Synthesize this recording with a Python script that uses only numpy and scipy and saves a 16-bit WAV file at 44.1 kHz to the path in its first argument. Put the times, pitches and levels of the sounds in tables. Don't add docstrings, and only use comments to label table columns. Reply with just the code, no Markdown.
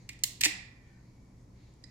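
import sys
import numpy as np
from scipy import signal
from scipy.fft import rfft, irfft
from scipy.io import wavfile
from scipy.ndimage import uniform_filter1d

SR = 44100
rng = np.random.default_rng(int(sys.argv[2]) if len(sys.argv) > 2 else 0)


def gain_from_db(level_db):
    decades = np.asarray(level_db, float) / 20
    return 10 ** decades


def file_out(sig):
    cols = np.atleast_2d(sig).T
    lim = np.clip(cols, -1, 1)
    pcm = np.round(lim * 32767).astype(np.int16)
    wavfile.write(sys.argv[1], SR, pcm)


N = 83790
HIT_N = 8192


def band(x, lo_hz, hi_hz, order=2):
    sos = signal.butter(order, [lo_hz, min(hi_hz, .48 * SR)], "band", fs=SR, output="sos")
    return signal.sosfilt(sos, x)


def ring(x, modes):
    out = 0
    for hz, db, t60_s in modes:
        pole = np.exp(2j * np.pi * hz / SR - np.log(1000) / (t60_s * SR))
        out = out + gain_from_db(db) * signal.lfilter([1], [1, -pole], x).imag
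    return out


def unit(x):
    return x / np.sqrt(np.mean(x ** 2))


def peak(x):
    return x / np.sqrt(2 * np.max(uniform_filter1d(x ** 2, size=256)))


def walk(rate_hz):
    hold = int(SR / rate_hz)
    steps = np.repeat(rng.standard_normal(N // hold + 1), hold)
    return 0.6 * uniform_filter1d(uniform_filter1d(steps, hold), hold)[:N]


def sides(pan_db):
    return gain_from_db(np.array([[pan_db], [-pan_db]]) / 2)


# frequency in Hz, relative noise density in dB per Hz.
HOUSE_SPECTRUM = [(12, -24.5), (24, -7), (53, -3.5), (86, -7), (124, -4.5), (156, -11), (189, -5),
                  (218, -14.5), (244, -15), (270, -12), (340, -16.5), (440, -23), (520, -23.5),
                  (670, -28.5), (1020, -29), (1250, -36), (1600, -40), (2200, -38.5), (2700, -46.5),
                  (3600, -44.5), (4600, -43), (5400, -40.5), (7700, -44.5), (8600, -54), (10500, -49.5),
                  (12500, -54.5), (13200, -57.5), (15500, -62.5), (16500, -69.5)]
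HOUSE_DB = -56.5
SAME_HZ, BASS_SIDE, SIDE_MAX = 900, .07, 0.82


def house():
    f = np.arange(N // 2 + 1) * SR / N + 1e-9
    hz, db = np.array(HOUSE_SPECTRUM).T
    colour = gain_from_db(np.interp(np.log(f), np.log(hz), db))
    mid, side = rfft(rng.standard_normal((2, N))) * colour
    side = side * np.minimum((f / SAME_HZ) ** 1.4 + BASS_SIDE, SIDE_MAX)
    air = gain_from_db(HOUSE_DB) * unit(irfft(np.array([mid + side, mid - side]), N))
    low = band(air, 9.7, 410)
    return air + low * (gain_from_db(0.5 * walk(4.9)) - 1)


# centre frequency in Hz, rms in dB about which the level wavers.
HUM_PARTIALS = [(59.5, -67), (119.5, -60.5), (185, -68), (241, -70.5)]
HUM_WAVER_DB = -2


def hum():
    t, out = np.arange(N) / SR, 0
    for hz, db in HUM_PARTIALS:
        level = np.sqrt(2) * gain_from_db(db + HUM_WAVER_DB * walk(7.3))
        cycles = hz * t + 0.29 * walk(6.2) + rng.random()
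        out = out + level * np.sin(2 * np.pi * cycles)
    return out


# time in seconds, gain in dB.
BRUSHING = [(0, -70), (.08, -77.5), (.7, -87), (0.899, -78.5), (1.049, -81), (1.15, -82.5), (1.399, -87.5),
            (1.501, -94), (1.57, -78), (1.7, -79.5), (1.76, -87), (1.9, -74)]
# centre in Hz, width in Hz, relative level in dB.
WEAVE_RESONANCES = [(2080, 700, 3), (4400, 810, -1), (6500, 1200, -2)]


def cloth():
    mid, side = rng.standard_normal((2, N))
    fibres = np.array([mid + .6 * side, mid - 0.79 * side])
    rub = 0
    for hz, width, db in WEAVE_RESONANCES:
        rub = rub + gain_from_db(db + 1.8 * walk(15)) * unit(band(fibres, hz - width / 2, hz + width / 2))
    times, levels_db = np.array(BRUSHING).T
    return gain_from_db(np.interp(np.arange(N) / SR, times, levels_db)) * rub


# frequency in Hz, t60 in seconds, relative starting level in dB.
ROOM_DECAY = [(300, 0.24, -17), (800, 0.66, -13.5), (1470, 0.7, -18.5), (2200, 0.49, -19),
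              (3660, 0.48, -20), (5960, 0.46, -23.5), (8500, 0.27, -21.5), (10850, 0.3, -14.5),
              (15000, 0.15, -15.5)]
# lower edge in Hz, upper edge in Hz.
NEXT_ROOM_BANDS = [(1930, 2070), (2290, 2480)]
LATE_T60_S, LATE_DB = 1, -31.5
BUILD_S = 0.006


def reflections():
    t = np.arange(SR) / SR
    hz, t60_s, start_db = np.array(ROOM_DECAY).T
    centres = 150 * 2 ** np.arange(0, 7, .5)
    noise = [band(rng.standard_normal((2, 2 * SR)), c / 2 ** 0.31, c * 2 ** 0.24) for c in centres]
    noise.append(sum(band(rng.standard_normal((2, 2 * SR)), *edges) for edges in NEXT_ROOM_BANDS))
    t60 = np.interp(np.log(centres), np.log(hz), t60_s)[:, None]
    db = np.interp(np.log(centres), np.log(hz), start_db)[:, None]
    decay = np.vstack([gain_from_db(db - 60 * t / t60), gain_from_db(LATE_DB - 60 * t / LATE_T60_S)])
    return np.array(noise), decay * (1 - np.exp(-t / BUILD_S)) / 10


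def room(x, walls):
    noise, decay = walls
    i = rng.integers(SR)
    response = np.einsum("bct,bt->ct", noise[:, :, i:i + SR], decay)
    return signal.fftconvolve(x, response, axes=1)


RISE_SHARE = .2
UNLIKE = .7
LAG_S = .0001


def chatter(decay_s):
    t = np.arange(HIT_N) / SR
    same, left, right = rng.standard_normal((3, HIT_N))
    envelope = np.exp(-t / decay_s) * (1 - np.exp(-t / (RISE_SHARE * decay_s)))
    hit = envelope * (same + UNLIKE * np.array([left, right]))
    return np.array([np.roll(hit[0], round(LAG_S * SR)), hit[1]])


# lower edge in Hz, upper edge in Hz.
STEEL_BANDS = [(1750, 2750), (2750, 5300), (5300, 8100), (8100, 11500), (11500, 16000)]
# one level in dB per band, beside modes at 0 dB in the direct sound.
CRACK_LEVELS = [-7, -1, -1, 3, 5]


def voice(hit, modes, k, ring_db):
    lo, hi = STEEL_BANDS[k]
    own_modes = [m for m in modes if lo <= m[0] < hi]
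    steel = band(ring(hit, own_modes), lo / 1.007, hi * 1.117)
    crack = band(hit, lo, hi, order=4)
    return unit(gain_from_db(ring_db) * unit(steel) + gain_from_db(CRACK_LEVELS[k]) * unit(crack))


# lower edge in Hz, upper edge in Hz.
BODY_BAND = (680, 1150)
GUN_PAN_DB, ROOM_PAN_DB = -2.5, -4
ROOM_RING_DB, ROOM_RING_SHARE = 0.5, .45


def gun(walls, clicks, modes, body_db):
    out = np.zeros((2, N + 2 * SR))
    blow = signal.unit_impulse(HIT_N)
    wide = [(hz, db, t60_s * ROOM_RING_SHARE) for hz, db, t60_s in modes]
    smooth = [voice(blow, wide, k, ROOM_RING_DB) for k in range(len(STEEL_BANDS))]
    for start_s, chatter_s, *bands_db in clicks:
        hit, i = chatter(chatter_s), int(start_s * SR)
        near = far = gain_from_db(bands_db[0] + body_db) * peak(band(hit, *BODY_BAND))
        for k, db in enumerate(bands_db):
            sound = gain_from_db(db) * peak(voice(hit, modes, k, 0))
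            near = near + sound
            far = far + np.sqrt(np.mean(sound ** 2)) * smooth[k]
        wet = sides(ROOM_PAN_DB) * room(far, walls)
        out[:, i:i + HIT_N] += sides(GUN_PAN_DB) * near
        out[:, i:i + wet.shape[1]] += wet
    return out[:, :N]


# start in seconds, chatter decay constant in seconds, then
# five short-time peaks in dB before panning, one per steel band.
TRIGGER_CLICKS = [(.0901, 0.0036, -38, -40, -40, -53, -53), (.130, .004, -58, -58, -56, -72, -74),
                  (.189, .004, -61, -62, -58, -78, -80), (.4068, .002, -45, -45, -48, -52, -50),
                  (0.4091, 0.0038, -30, -29, -27.5, -36, -31.5), (.4128, .002, -32, -28, -29, -35, -34),
                  (.428, .004, -38, -46, -46, -58, -56), (.4351, 0.002, -19, -18.5, -20, -40.5, -35.5),
                  (.4425, 0.0042, -22, -27.5, -22, -39.5, -36.5), (.4500, 0.003, -24, -21, -20, -30, -36),
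                  (.4552, 0.0019, -23, -20.5, -22, -47.5, -47.5),
                  (.4590, 0.0021, -21.5, -32, -27.5, -36, -34), (1.7376, .0016, -85, -72, -65, -84, -89)]
# frequency in Hz, level in dB relative within its steel band,
# t60 in seconds in the direct sound.
TRIGGER_MODES = [(1985, 1, .055), (2160, -2, .05), (2300, -7, .04), (2400, 0, .06), (2570, -8, .04),
                 (1840, -8, .04), (2865, -4, .03), (3620, -7, .015), (3910, -3, .02), (4297, 0, .03),
                 (4830, 0, .035), (5300, -7, .012), (5830, -4, .025), (6100, -5, .025), (6700, -5, .015),
                 (7180, 2, .035), (7950, -3, .02), (9700, 0, .01), (10700, -2, .008), (12900, 0, .005),
                 (14300, -2, .005)]


def trigger(walls):
    return gun(walls, TRIGGER_CLICKS, TRIGGER_MODES, body_db=-21.5)


# start in seconds, peak in dB before panning, left over right in dB.
CARTRIDGE_KNOCKS = [(.095, -61, 5.5), (.4095, -54, 7), (.4615, -33.5, 4)]
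# frequency in Hz, relative level in dB before the band-pass, t60 in seconds.
TUBE_MODES = [(307, 13, .11), (740, -7, .07), (795, -5, .09), (850, -7, .06), (250, -6, .04), (385, 0, .05),
              (530, -6, .05)]
PUSH_S = 0.00061


def cartridge():
    out = 0
    for start_s, db, pan_db in CARTRIDGE_KNOCKS:
        t = np.arange(N) / SR - start_s
        push = np.where((t > 0) & (t < PUSH_S), np.sin(np.pi * t / PUSH_S) ** 2, 0)
        tone = band(ring(push, TUBE_MODES), 310, 1600)
        out = out + gain_from_db(db) * sides(pan_db) * tone / np.abs(tone).max()
    return out


# start in seconds, chatter decay constant in seconds, then
# five short-time peaks in dB before panning, one per steel band.
PAWL_SNAPS = [(0.236, .002, -36.5, -23, -18.5, -27, -24.5), (0.2393, 0.0024, -36, -25.5, -22, -34.5, -31)]
# frequency in Hz, level in dB relative within its steel band,
# t60 in seconds in the direct sound.
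PAWL_MODES = [(2140, 5.5, 0.028), (1900, -6, 0.0092), (2550, -3.5, .02), (3090, -9.5, .015),
              (4300, 0, 0.01), (4340, 6, 0.012), (5800, -9.5, .02), (6750, 0.5, .03), (7400, -1.5, .02),
              (7250, -0.5, 0.0087), (9200, -3.5, 0.0033), (9775, 14, .02), (10640, -13.5, .015),
              (10500, -5, 0.0079), (14000, 0.5, 0.012), (14670, -3, .015), (12500, -6, 0.012)]


def pawl(walls):
    return gun(walls, PAWL_SNAPS, PAWL_MODES, body_db=-14.5)


# start in seconds, length in seconds, centre in Hz,
# width in Hz, level in dB at the height of the swell.
DRAG_HISSES = [(0.77, .29, 1815, 91, -73.5), (0.796, 0.21, 2276, 109, -75.5), (.85, .2, 1530, 91.4, -79),
               (1.064, 0.31, 2267, 91, -82.5), (1.3, 0.21, 1967, 149.7, -85),
               (1.54, 0.26, 4170, 1290, -77.5), (1.543, 0.26, 2973, 900, -83),
               (0.817, 0.14, 3120, 800, -81.5), (1.37, 0.091, 6500, 2970, -79.5)]


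def hisses():
    t, out = np.arange(N) / SR, 0
    for start_s, length_s, hz, width, db in DRAG_HISSES:
        swell = np.sin(np.pi * np.clip((t - start_s) / length_s, 0, 1)) ** .5
        mid, side = rng.standard_normal((2, N))
        noise = np.array([mid + 0.77 * side, mid - 0.48 * side])
        out = out + gain_from_db(db) * swell * unit(band(noise, hz - width / 2, hz + width / 2))
    return out


# frequency in Hz, relative level in dB before the band-passes, t60 in seconds.
SPRING_MODES = [(2000, -9, .025), (4050, -7, .02), (4890, 0, .035), (5030, -2, .04), (5180, -1, .03),
                (5900, -7, .008), (6500, -6, .012), (7800, -7, .015)]
# lower edge in Hz, upper edge in Hz.
SPRING_BANDS = [(1750, 2300), (3900, 8200)]
TICK_S, TICK_CHATTER_S = 1.8385, 0.0024
TICK_DB, TICK_PAN_DB = -46, -9.5


def spring():
    out, i = np.zeros((2, N + HIT_N)), int(TICK_S * SR)
    tone = ring(chatter(TICK_CHATTER_S), SPRING_MODES)
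    tick = sum(band(tone, *edges, order=3) for edges in SPRING_BANDS)
    out[:, i:i + HIT_N] = gain_from_db(TICK_DB) * sides(TICK_PAN_DB) * peak(tick)
    return out[:, :N]


def scene():
    walls = reflections()
    small = spring() + cartridge()
    steel = trigger(walls) + pawl(walls)
    drag = hisses()
    answer = room(small, walls)[:, :N]
    return steel + drag + small + answer + house() + hum() + cloth()


def band_limit(x):
    return signal.sosfilt(signal.butter(12, 17150, fs=SR, output="sos"), x)


def record(dry):
    lowpass = signal.ellip(8, .2, 60, 16300, fs=SR, output="sos")
    mix = signal.sosfilt(lowpass, dry)
    return band_limit(mix)


dry = scene()
out = record(dry)
file_out(out)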